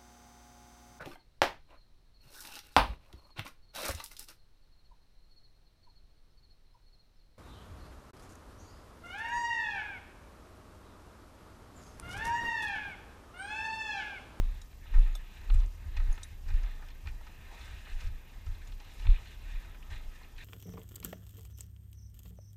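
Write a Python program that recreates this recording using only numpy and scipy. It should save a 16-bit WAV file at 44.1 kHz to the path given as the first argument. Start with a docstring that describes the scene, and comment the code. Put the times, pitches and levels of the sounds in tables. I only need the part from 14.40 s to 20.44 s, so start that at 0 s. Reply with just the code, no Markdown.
"""Hikers in a sandstone canyon

Two hikers step down to a muddy pool, heard by a helmet camera in a closed housing. The wearer's footfalls
shake the mount at very low pitch. Friction of soles and packs, and small knocks, excite the housing's
resonances; metal gear clinks in its own modes, gravel crunches, and a few bubbles ring at the pool.
Under it all lie the canyon air and the hiss and whine of the electronics."""
import sys
import numpy as np
from scipy import signal
from scipy.fft import rfft, irfft
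from scipy.io import wavfile
from scipy.ndimage import uniform_filter1d

SR = 44100
rng = np.random.default_rng(int(sys.argv[2]) if len(sys.argv) > 2 else 0)


def dump(signal):
    """Clip the signal to [-1, 1] and save it as 16-bit WAV at the path in sys.argv[1]."""
    limited = np.clip(np.atleast_2d(signal).T, -1, 1)
    pcm = np.round(limited * 32767).astype(np.int16)
    wavfile.write(sys.argv[1], SR, pcm)


N = 266364

# Jolts of the mount as the wearer lands or shifts weight. Each row: peak time in seconds, sway level
# in dB, sway pitch in Hz, rattle level in dB, sway decay time (t60, to fall 60 dB) in seconds.
MOUNT_JOLTS = [(0.0, -23.5, 31.4, -29, 0.27), (0.08, -35, 30.2, -57, 0.25), (0.16, -50, 28.9, -41.5, 0.078),
               (0.42, -51.5, 29.2, -59, 0.13), (0.553, -19, 28, -39, 0.45),
               (0.587, -13.5, 28.95, -27.5, 0.085), (0.79, -68, 29.73, -76, 0.35),
               (1.02, -51, 32.25, -48, 0.22), (1.113, -18.5, 30.4, -42, 0.28),
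               (1.17, -22, 31.9, -25.5, 0.26), (1.39, -53, 35.1, -60, 0.35), (1.492, -39, 31.76, -37, 0.72),
               (1.595, -24, 32.2, -32.5, 0.28), (1.7, -20.5, 27.2, -39.5, 0.088),
               (1.94, -46, 29.12, -49, 0.32), (2.075, -32, 29.25, -46, 0.87),
               (2.146, -21, 28.2, -32.5, 0.13), (2.238, -27.5, 29.97, -64, 0.087),
               (2.439, -51, 29.37, -60, 0.15), (2.56, -48, 26.1, -56, 0.22), (2.692, -40, 26.6, -38.5, 0.4),
               (2.89, -60, 23.4, -57, 0.41), (3.088, -53, 27.94, -80, 0.2), (3.232, -63, 27.9, -43.5, 0.48),
               (3.351, -53.5, 26.2, -39.5, 0.35), (3.548, -29.5, 26.76, -43.5, 0.11),
               (3.666, -27.5, 25.02, -36, 0.048), (3.73, -36, 23.84, -48, 0.13),
               (3.969, -43, 28, -55, 0.069), (4.1, -31, 29.1, -37.5, 0.098), (4.21, -47, 29.73, -61, 0.47),
               (4.325, -38.5, 28, -54, 0.19), (4.608, -36.5, 29.7, -51, 0.19),
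               (4.697, -13.5, 31.2, -26.5, 0.12), (4.978, -44, 31.43, -60, 0.056),
               (5.06, -41, 31.1, -59, 0.41), (5.165, -30, 31.05, -50, 0.083), (5.3, -51.5, 30.7, -54, 0.53),
               (5.43, -46.5, 28.68, -54, 0.31), (5.541, -42, 26.25, -39, 0.5),
               (5.68, -35.5, 24.84, -49, 0.072), (5.96, -44, 24.74, -84, 0.15)]
# Spectra of the mount's rattle, of grit, and of canyon air with microphone hiss.
# Each row: frequency in Hz, relative spectral density in dB.
RATTLE_SPECTRUM = [(38, -31), (48, 2), (65, -0.5), (90, -5), (110, -19.5), (130, -27), (200, -26)]
GRIT_SPECTRUM = [(4200, -6), (4500, 6), (5100, 5), (5600, 5), (6900, 4.5), (8300, 0.5), (11000, -5.5),
                 (14000, -16), (15500, -14)]
AIR_SPECTRUM = [(65, -56), (110, -3.5), (150, -6.5), (500, -20), (1130, -22), (1420, -34), (1790, -44),
                (2490, -68), (3190, -23.5), (4000, -44), (4720, -34), (8000, -39), (13200, -35),
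                (15000, -40), (15700, -23)]
# Soles, cloth and packs rubbing on rock. Each row: time in seconds, then levels in dB of the body
# (middle and upper modes), the hollow modes and the treble.
RUB_LEVELS = [(0.0, -62, -62, -69.5), (0.2, -64, -74.5, -75.5), (0.27, -69, -70.5, -73),
              (0.41, -68.5, -80, -72), (0.5, -59.5, -62, -72), (0.66, -59.5, -64.5, -70.5),
              (0.9, -64.5, -70, -72.5), (0.99, -61.5, -67, -71), (1.2, -61.5, -62, -71),
              (1.32, -67.5, -71.5, -72.5), (1.56, -62.5, -66.5, -74.5), (1.72, -60, -61.5, -69),
              (1.9, -63.5, -76, -72.5), (2.03, -70.5, -73, -74), (2.09, -60, -66.5, -71.5),
              (2.27, -59.5, -63.5, -72), (2.55, -67, -73, -74.5), (2.76, -67.5, -70, -73),
              (2.9, -63, -66.5, -71.5), (2.98, -64, -71.5, -74.5), (3.13, -59, -63, -69.5),
              (3.22, -56, -62.5, -66.5), (3.32, -58.5, -64.5, -67.5), (3.42, -59.5, -70, -70.5),
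              (3.47, -54, -60, -69), (3.55, -60, -71, -69), (3.65, -57, -60.5, -65.5),
              (3.7, -66.5, -72.5, -76), (4.3, -64.5, -70, -70.5), (4.36, -70, -85, -73),
              (4.41, -63, -67, -72.5), (4.6, -62.5, -68, -68), (4.77, -56.5, -61.5, -70.5),
              (4.84, -61.5, -67, -69.5), (4.97, -62, -71, -72), (5.15, -59.5, -67, -70),
              (5.33, -62, -68.5, -73.5), (5.38, -70, -71.5, -72.5), (5.497, -65.5, -63.5, -75),
              (5.51, -55, -60.5, -66.5), (5.575, -55.5, -65.5, -69.5), (5.6, -63.5, -66, -71.5),
              (5.974, -66, -70.5, -74), (5.984, -57, -78, -67.5), (6.04, -56, -62, -69)]
# Division of the rubbing's body power. Each row: time in seconds, fraction in the upper modes,
# fraction of that in the top two.
RUB_SHARES = [(0, 0.6, 0.4), (.5, 0.58, 0.27), (.9, 0.59, 0.27), (1.3, 0.6, 0.3), (1.7, 0.45, .35),
              (2.1, 0.47, 0.32), (2.6, 0.5, 0.32), (3.0, 0.52, 0.32), (3.2, 0.5, 0.28), (3.35, 0.5, 0.22),
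              (3.5, .5, 0.26), (3.65, 0.55, 0.36), (3.8, .44, .3), (4.2, 0.58, 0.39), (4.6, 0.55, 0.5),
              (4.77, 0.63, 0.22), (4.9, 0.57, 0.42), (5.15, 0.56, 0.36), (5.4, .55, 0.35),
              (5.55, 0.49, 0.37), (5.7, 0.53, 0.27), (5.95, .6, 0.41), (6.04, 0.59, .45)]
# Resonances of the housing. Each row: frequency in Hz, nominal width in Hz, relative gain in dB.
HOLLOW_MODES = [(359, 270, -1), (629, 55, -1), (878, 305, 2.5), (1265, 84, 4.5)]
MIDDLE_MODES = [(1568, 128, 6), (1823, 217, 8.5), (2124, 117, 6)]
UPPER_MODES = [(2490, 280, 6), (2780, 374, 3), (3567, 430, 4), (4000, 344, 3.5)]
# Heel taps, stones and strap snaps. Each row: start in seconds, level in dB before the mixing gains,
# centre in Hz, t60 in seconds, offsets in dB of the hollow part and of the treble.
IMPACTS = [(0.2154, -49, 2960, 0.034, -10, 3.5), (0.328, -49.5, 2370, 0.026, -12, -16),
           (0.752, -51, 2480, 0.023, 7.5, -16), (1.8179, -48, 1480, 0.038, -2, -25),
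           (1.831, -49, 3544, 0.017, -12, 8), (3.9372, -48, 2940, 0.035, -26, -20),
           (4.146, -47, 3830, 0.058, -14, -17), (0.4564, -48.5, 1774, 0.028, -4, -17),
           (0.533, -37.5, 1955, 0.14, -3.5, -12), (0.6383, -42.5, 1840, 0.24, -5, -22),
           (1.0144, -43.5, 2320, 0.022, -16, -9), (1.0992, -31.5, 2800, 0.033, -5.5, -24),
           (1.14, -43, 2534, 0.11, -6, -7), (1.19, -51, 3000, 0.043, -11, -15),
           (1.2007, -45.5, 3560, 0.074, -7, -12), (1.217, -58, 1800, 0.025, 8, -20),
           (1.229, -48, 3020, 0.09, -7, -7), (1.564, -35.5, 2720, 0.074, -11, -11),
           (1.57, -34, 2180, 0.055, -17, -9), (1.594, -40.5, 1720, 0.095, -5, -11),
           (1.7766, -39.5, 2490, 0.048, -7.5, -23), (2.0777, -42.5, 1670, 0.13, -6, -5),
           (2.103, -41, 2300, 0.042, -10, -15), (2.14, -45, 1875, 0.043, -27, -8),
           (2.2292, -42.5, 1847, 0.095, -23, -6), (2.4178, -43.5, 1520, 0.1, -4, -14),
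           (2.484, -43.5, 2510, 0.064, -21, -5), (2.501, -44.5, 2986, 0.069, -20, -8),
           (2.258, -43.5, 2830, 0.057, -6, -15), (2.6564, -44.5, 2454, 0.061, -3.5, -11),
           (2.679, -41.5, 2370, 0.11, -20, -7), (2.671, -36, 2270, 0.042, -8, -10),
           (2.8108, -59.5, 1960, 0.029, 10.5, -13), (2.909, -67, 1886, 0.071, 3, -13),
           (2.866, -44.5, 2094, 0.065, -4.5, -8), (3.449, -42, 2900, 0.1, -18, -24),
           (3.464, -41.5, 2000, 0.087, -7.5, -26), (3.49, -47, 3950, .07, -27, -11),
           (3.21, -42, 4040, .07, -28, -20), (3.585, -43, 2100, 0.094, -18, -25),
           (3.6016, -42.5, 2500, 0.092, -19, 0.5), (3.669, -53, 2133, 0.068, -10, 6),
           (4.064, -50, 2430, 0.051, -1, -0.5), (4.2728, -47.5, 3790, 0.026, -11, -5),
           (4.3193, -43.5, 3470, 0.062, -12, -12), (4.3993, -45, 3000, 0.063, -5.5, -2),
           (4.594, -41, 3050, 0.066, -10, -9), (4.6179, -40.5, 2866, 0.12, -14, -24),
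           (4.649, -39.5, 1840, 0.068, -8, -18), (4.6685, -34, 2502, 0.022, -6.5, -24),
           (4.73, -43, 2500, 0.17, -30, -30), (4.751, -39, 2690, 0.15, -33, -34),
           (4.8552, -41, 2520, 0.055, -28, -18), (4.87, -41.5, 3950, 0.075, -23, -20),
           (4.699, -44, 3400, 0.058, -17, -20), (5.1433, -43, 2320, 0.15, -10, -33),
           (5.2474, -42, 1540, 0.048, -13, -18), (5.344, -43.5, 1570, 0.051, -9, -28),
           (5.502, -47, 2580, 0.049, -6, -5), (5.529, -40, 2600, 0.047, -14, -20),
           (5.561, -42, 2398, 0.056, -20, -20), (5.9804, -38, 2924, 0.031, -21, -22)]
# Metal gear touching on a harness. Each row: start in seconds, strike level in dB, ring (0 large piece,
# 1 small piece, 2 large piece at another spot), dB by which the spot alternately lifts and lowers modes.
GEAR_TOUCHES = [(0.217, -44, 0, 1), (0.727, -51, 1, -3), (0.752, -31.5, 2, -0.5), (1.727, -37, 1, 2),
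                (1.753, -49, 1, 2), (1.8323, -33.5, 0, -1), (2.23, -52, 1, 4), (4.274, -46, 1, -7)]
# Modes of two metal pieces; the larger rings differently when struck at another spot.
# Each entry: frequency in Hz.
LARGE_GEAR_HZ = [3560, 3830, 5390, 6060, 6815, 8245, 10925, 12430, 13300]
SMALL_GEAR_HZ = [6500, 6800, 10700]
LARGE_OTHER_SPOT_HZ = [3500, 3760, 5340, 6480, 6680, 8180, 10900, 12440, 13300]
# Ringing of those same modes. Each row: relative level in dB, t60 in seconds.
LARGE_GEAR_RING = [(-11, .025), (-11, .055), (-14, .03), (-10, .045), (-12, .045), (-7, .022), (-27, .15),
                   (-35, .04), (-23, .015)]
SMALL_GEAR_RING = [(-9, .022), (-12, .025), (-13, .028)]
LARGE_OTHER_SPOT_RING = [(-15, .09), (-9, .03), (-14, .035), (-14, .02), (-11, .028), (-17, .04),
                         (-26, .06), (-22, .07), (-16, .012)]
# Fine gravel crushed under a sole. Each row: start in seconds, level in dB, t60 in seconds, centre in Hz.
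GRAVEL_BURSTS = [(.545, -72, 0.22, 10300), (.595, -65, .08, 10300), (1.13, -61, 0.086, 10300),
                 (1.141, -53, 0.05, 7350), (1.2, -54, 0.025, 5600), (1.2605, -56, 0.023, 7200),
                 (4.535, -63, .1, 10580), (4.695, -64, .07, 10390), (5.2, -61, 0.025, 10240),
                 (5.295, -64, 0.039, 10300), (5.578, -66, 0.043, 10300)]
# Bubbles and drops as a foot meets the pool. Each row: start in seconds, level in dB, starting pitch
# in Hz, t60 in seconds (capped at 0.05), glide as a fraction of that pitch per second.
POOL_BUBBLES = [(5.426, -50.5, 2380, 0.044, 31), (5.813, -54.5, 954, 0.051, 9),
                (5.832, -54.5, 4180, 0.025, -2), (5.846, -50.5, 2760, 0.021, 3),
                (5.963, -55, 3200, .025, 12)]


def amp(db):
    """Amplitude grows tenfold for every 20 dB."""
    return 10 ** (np.asarray(db) / 20)


def unit_rms(x):
    """Normalisation to a mean power of 1."""
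    return x / np.sqrt(np.mean(x ** 2) + 1e-20)


def curves(rows):
    """Linear interpolation of each column over the times in the first."""
    times, *columns = np.transpose(rows)
    return [np.interp(np.arange(N) / SR, times, column) for column in columns]


def add(mix, start, sound):
    """Superposition of a sound on the mix, from a start in seconds."""
    part = mix[round(start * SR):][:len(sound)]
    part += sound[:len(part)]


def flicker(span_s):
    """Low-pass noise of rms 1: two moving averages make it vary over span_s."""
    size = round(span_s * SR)
    return unit_rms(uniform_filter1d(uniform_filter1d(rng.standard_normal(N), size), size))


def coloured(x, spectrum):
    """Filtering by multiplication of spectra; silent beyond the table's ends."""
    hz, db = np.transpose(spectrum)
    bins_hz = np.fft.rfftfreq(len(x), 1 / SR)
    gain = amp(np.interp(np.log(bins_hz + 1), np.log(hz), db, -120, -120))
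    return irfft(rfft(x) * gain, len(x))


def resonate(x, hz, width_hz):
    """Resonance by heterodyning: shift hz down to zero, smooth twice, shift back."""
    carrier = np.exp(2j * np.pi * hz * np.arange(1, len(x) + 1) / SR)
    pole = np.exp(-np.pi * width_hz / SR)
    smoothed = signal.lfilter([(1 - pole) ** 2], [1, -2 * pole, pole ** 2], x / carrier)
    return 2 * (carrier * smoothed).real


def jolt_envelope(times, peaks_db, t60, rise_db_per_s, curve, rest_db):
    """Blows add in power over a resting level; with curve above 1 each holds, then stops short."""
    t = np.arange(0, N + 64, 64) / SR
    age = t - times[:, None]
    decay_db = -60 * (abs(age) / np.reshape(t60, (-1, 1))) ** curve
    db = peaks_db[:, None] + np.where(age < 0, rise_db_per_s * age, decay_db)
    blows = np.sqrt((amp(db) ** 2).sum(0) + 1e-12)
    return np.interp(np.arange(N) / SR, t, blows) + amp(rest_db + 2.6 * flicker(0.039))


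def mount_shake():
    """Damped vibration: each jolt sets off a wavering sway, with a rougher rattle above it."""
    times, sway_db, pitch_hz, rattle_db, t60 = np.transpose(MOUNT_JOLTS)
    hz = np.interp(np.arange(N) / SR, times, pitch_hz) * (1 + 0.1177 * flicker(0.035))
    sway = np.sqrt(2) * np.sin(2 * np.pi * (np.cumsum(hz) / SR + rng.random()))
    sway *= jolt_envelope(times, sway_db, t60, rise_db_per_s=557, curve=1.7, rest_db=-55)
    rattle = coloured(rng.standard_normal(N), RATTLE_SPECTRUM)
    local_rms = np.sqrt(uniform_filter1d(uniform_filter1d(rattle ** 2, 900), 900) + 1e-20)
    rattle = unit_rms(rattle / local_rms ** 1.45)  # no jolt is lost in a chance lull of the noise
    rattle *= jolt_envelope(times - 0.02, rattle_db, t60=0.35, rise_db_per_s=607,
                            curve=0.88, rest_db=-55.5)
    strap = signal.butter(4, 125, fs=SR, output="sos")  # the padded strap passes only slow motion
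    return signal.sosfiltfilt(strap, sway + rattle)


def housing(x, modes):
    """Convolution with the shell's modal impulse response; white noise keeps its power."""
    click = signal.unit_impulse(4096)
    response = sum(amp(db) * resonate(click, hz, 1.48 * width) for hz, width, db in modes)
    return signal.oaconvolve(x, response / np.linalg.norm(response))[:N]


def rubbed(level, modes, wander_db=1.8):
    """Forced vibration: friction noise drives each mode harder or softer as the contact moves."""
    weights = np.array([amp(db) * np.sqrt(width) for hz, width, db in modes])
    out = np.zeros(N)
    for weight, mode in zip(weights / np.linalg.norm(weights), modes):
        friction = level * rng.standard_normal(N) * amp(wander_db * flicker(0.06))
        out += weight * housing(friction, [mode])
    return out


def scuffs(grains_per_s=150, catches_per_s=20, catch_rise_s=0.005):
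    """Sliding friction: soles and cloth slip and catch, modulating noise in four bands."""
    body_db, hollow_db, treble_db = curves(RUB_LEVELS)
    upper_share, top_share = curves(RUB_SHARES)
    grains = (rng.random(N) < grains_per_s / SR) * amp(4.9 * np.minimum(rng.exponential(1, N), 5))
    slips = (1 + 0.056 * uniform_filter1d(unit_rms(grains), 80)) * amp(0.78 * flicker(0.034))
    onsets = (rng.random((4, N)) < catches_per_s / SR) * amp(-5 - 12 * rng.random((4, N)))
    age = np.arange(4000) / (catch_rise_s * SR)
    catches = signal.oaconvolve(onsets, (age * np.exp(1 - age))[None], axes=1)[:, :N]
    drives = [(slips + catch) * amp(0.8 * flicker(0.039)) for catch in catches]
    middle_drive, upper_drive, hollow_drive, treble_drive = drives
    upper_share = np.clip(upper_share + 0.032 * flicker(0.025), 0.05, 0.95)
    middle = rubbed(middle_drive * amp(body_db) * np.sqrt(1 - upper_share), MIDDLE_MODES)
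    upper_level = upper_drive * amp(body_db) * np.sqrt(upper_share)
    upper = rubbed(upper_level * np.sqrt(1 - top_share), UPPER_MODES[:2])
    top = rubbed(upper_level * np.sqrt(top_share), UPPER_MODES[2:])
    hollow = rubbed(hollow_drive * amp(hollow_db), HOLLOW_MODES)
    grit_response = unit_rms(coloured(signal.unit_impulse(N), GRIT_SPECTRUM)) / np.sqrt(N)
    grit_noise = treble_drive * rng.standard_normal(N) * amp(treble_db)
    treble = irfft(rfft(grit_noise) * rfft(grit_response), N)
    return hollow + middle + upper + top + treble


def air():
    """Broadband noise of canyon air and microphone hiss, wavering slightly in level."""
    return amp(-62.5 + 0.5 * flicker(0.033)) * unit_rms(coloured(rng.standard_normal(N), AIR_SPECTRUM))


def sensor_whine(hz=14166, frame_hz=30000 / 1001, on=0.17, off=0.71):
    """Electrical crosstalk: the image sensor's read-out leaks a tone for part of every frame."""
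    frame_phase = (np.arange(N) / SR * frame_hz) % 1
    gate = np.clip(np.minimum(frame_phase - on, off - frame_phase) / 0.03 + 0.5, 0, 1)
    return amp(-73) * np.sqrt(2) * gate * np.sin(2 * np.pi * hz * frame_phase / frame_hz)


def knocks(softness_per_s=0.59, contact_t60=0.006):
    """Impact excitation: a burst of noise rings the housing, and a treble tick sounds with it."""
    body, hollow, ticks = np.zeros((3, N))
    t = np.arange(8000) / SR
    for start, db, hz, t60, hollow_db, treble_db in IMPACTS:
        body_noise, hollow_noise, tick_noise = rng.standard_normal((3, len(t)))
        rise_s = softness_per_s * t60 ** 2  # long knocks are soft drags, short ones sharp taps
        envelope = amp(db - 60 * t / t60) * np.minimum(t / rise_s, 1)
        if t60 < 0.055:  # hard first contact
            envelope += amp(db - 5 - 60 * t / contact_t60)
        width_hz = 2400 * min(0.07 / t60, 1)  # long knocks are narrower in colour
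        add(body, start, envelope * unit_rms(resonate(body_noise, hz, width_hz)))
        add(hollow, start, amp(hollow_db) * envelope * hollow_noise)
        tick = unit_rms(resonate(tick_noise, hz=4600, width_hz=3900))
        add(ticks, start, amp(treble_db - 30 * t / t60) * envelope * tick)
    return (amp(-16.5) * housing(body, MIDDLE_MODES + UPPER_MODES)
            + amp(-4) * housing(hollow, HOLLOW_MODES) + amp(-7) * ticks)


def gear_clinks(rise_s=0.001, chatter_t60=0.024):
    """Free vibration: a brief chatter of contacts rings the inharmonic modes of one metal piece."""
    out, t = np.zeros(N), np.arange(8000) / SR
    mode_sets = [(LARGE_GEAR_HZ, LARGE_GEAR_RING), (SMALL_GEAR_HZ, SMALL_GEAR_RING),
                 (LARGE_OTHER_SPOT_HZ, LARGE_OTHER_SPOT_RING)]
    phases = rng.random((len(GEAR_TOUCHES), len(LARGE_GEAR_HZ)))
    chatters = rng.standard_normal((len(GEAR_TOUCHES), 400)) * amp(-60 * t[:400] / chatter_t60)
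    for (start, db, mode_set, spot_db), phase, chatter in zip(GEAR_TOUCHES, phases, chatters):
        ring = np.zeros(len(t))
        for k, (hz, (mode_db, t60)) in enumerate(zip(*mode_sets[mode_set])):
            decay = amp(mode_db + spot_db * (-1) ** k - 60 * t / t60)
            ring += decay * np.sin(2 * np.pi * (hz * t + phase[k]))
        ring *= amp(db) * np.minimum(t / rise_s, 1)
        chattered = np.convolve(ring, chatter / np.linalg.norm(chatter))[:len(t)]
        add(out, start, 0.9 * ring + 0.4 * chattered)
        if mode_set != 1:  # the larger piece clacks at first touch
            add(out, start, amp(db - 8) * resonate(chatter, hz=5600, width_hz=4000))
    return out


def gravel_crunches(rise_s=0.0012):
    """Crushed grit radiates short, bright noise bursts, narrower in band at lower pitch."""
    out, t = np.zeros(N), np.arange(8000) / SR
    for start, db, t60, hz in GRAVEL_BURSTS:
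        grit = unit_rms(resonate(rng.standard_normal(len(t)), hz, width_hz=0.7 * hz ** 2 / 10000))
        add(out, start, amp(db - 60 * t / t60) * np.minimum(t / rise_s, 1) * grit)
    return out


def bubbles(rise_s=0.0015, roughness=0.8):
    """Bubble resonance: trapped air rings in a short, rough tone that glides as it nears the surface."""
    out, t = np.zeros(N), np.arange(4000) / SR
    for start, db, hz, t60, glide in POOL_BUBBLES:
        tone = np.sin(2 * np.pi * hz * (t + glide * t ** 2 / 2))
        flutter = 1 + roughness * unit_rms(uniform_filter1d(rng.standard_normal(len(t)), 30))
        envelope = amp(db - 60 * t / min(t60, 0.05)) * np.minimum(t / rise_s, 1)
        add(out, start, envelope * tone * flutter)
    return out


def scene():
    """Superposition of all sources in one channel."""
    hikers = mount_shake() + scuffs() + knocks() + gravel_crunches() + bubbles() + gear_clinks()
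    return (hikers + air() + sensor_whine())[None]


def record(dry):
    """Band limiting by a steep linear-phase low-pass filter."""
    low_pass = signal.firwin(1023, cutoff=15300, window=("kaiser", 9), fs=SR)
    return signal.oaconvolve(dry, low_pass[None], "same")


dry = scene()
out = record(dry)
dump(out)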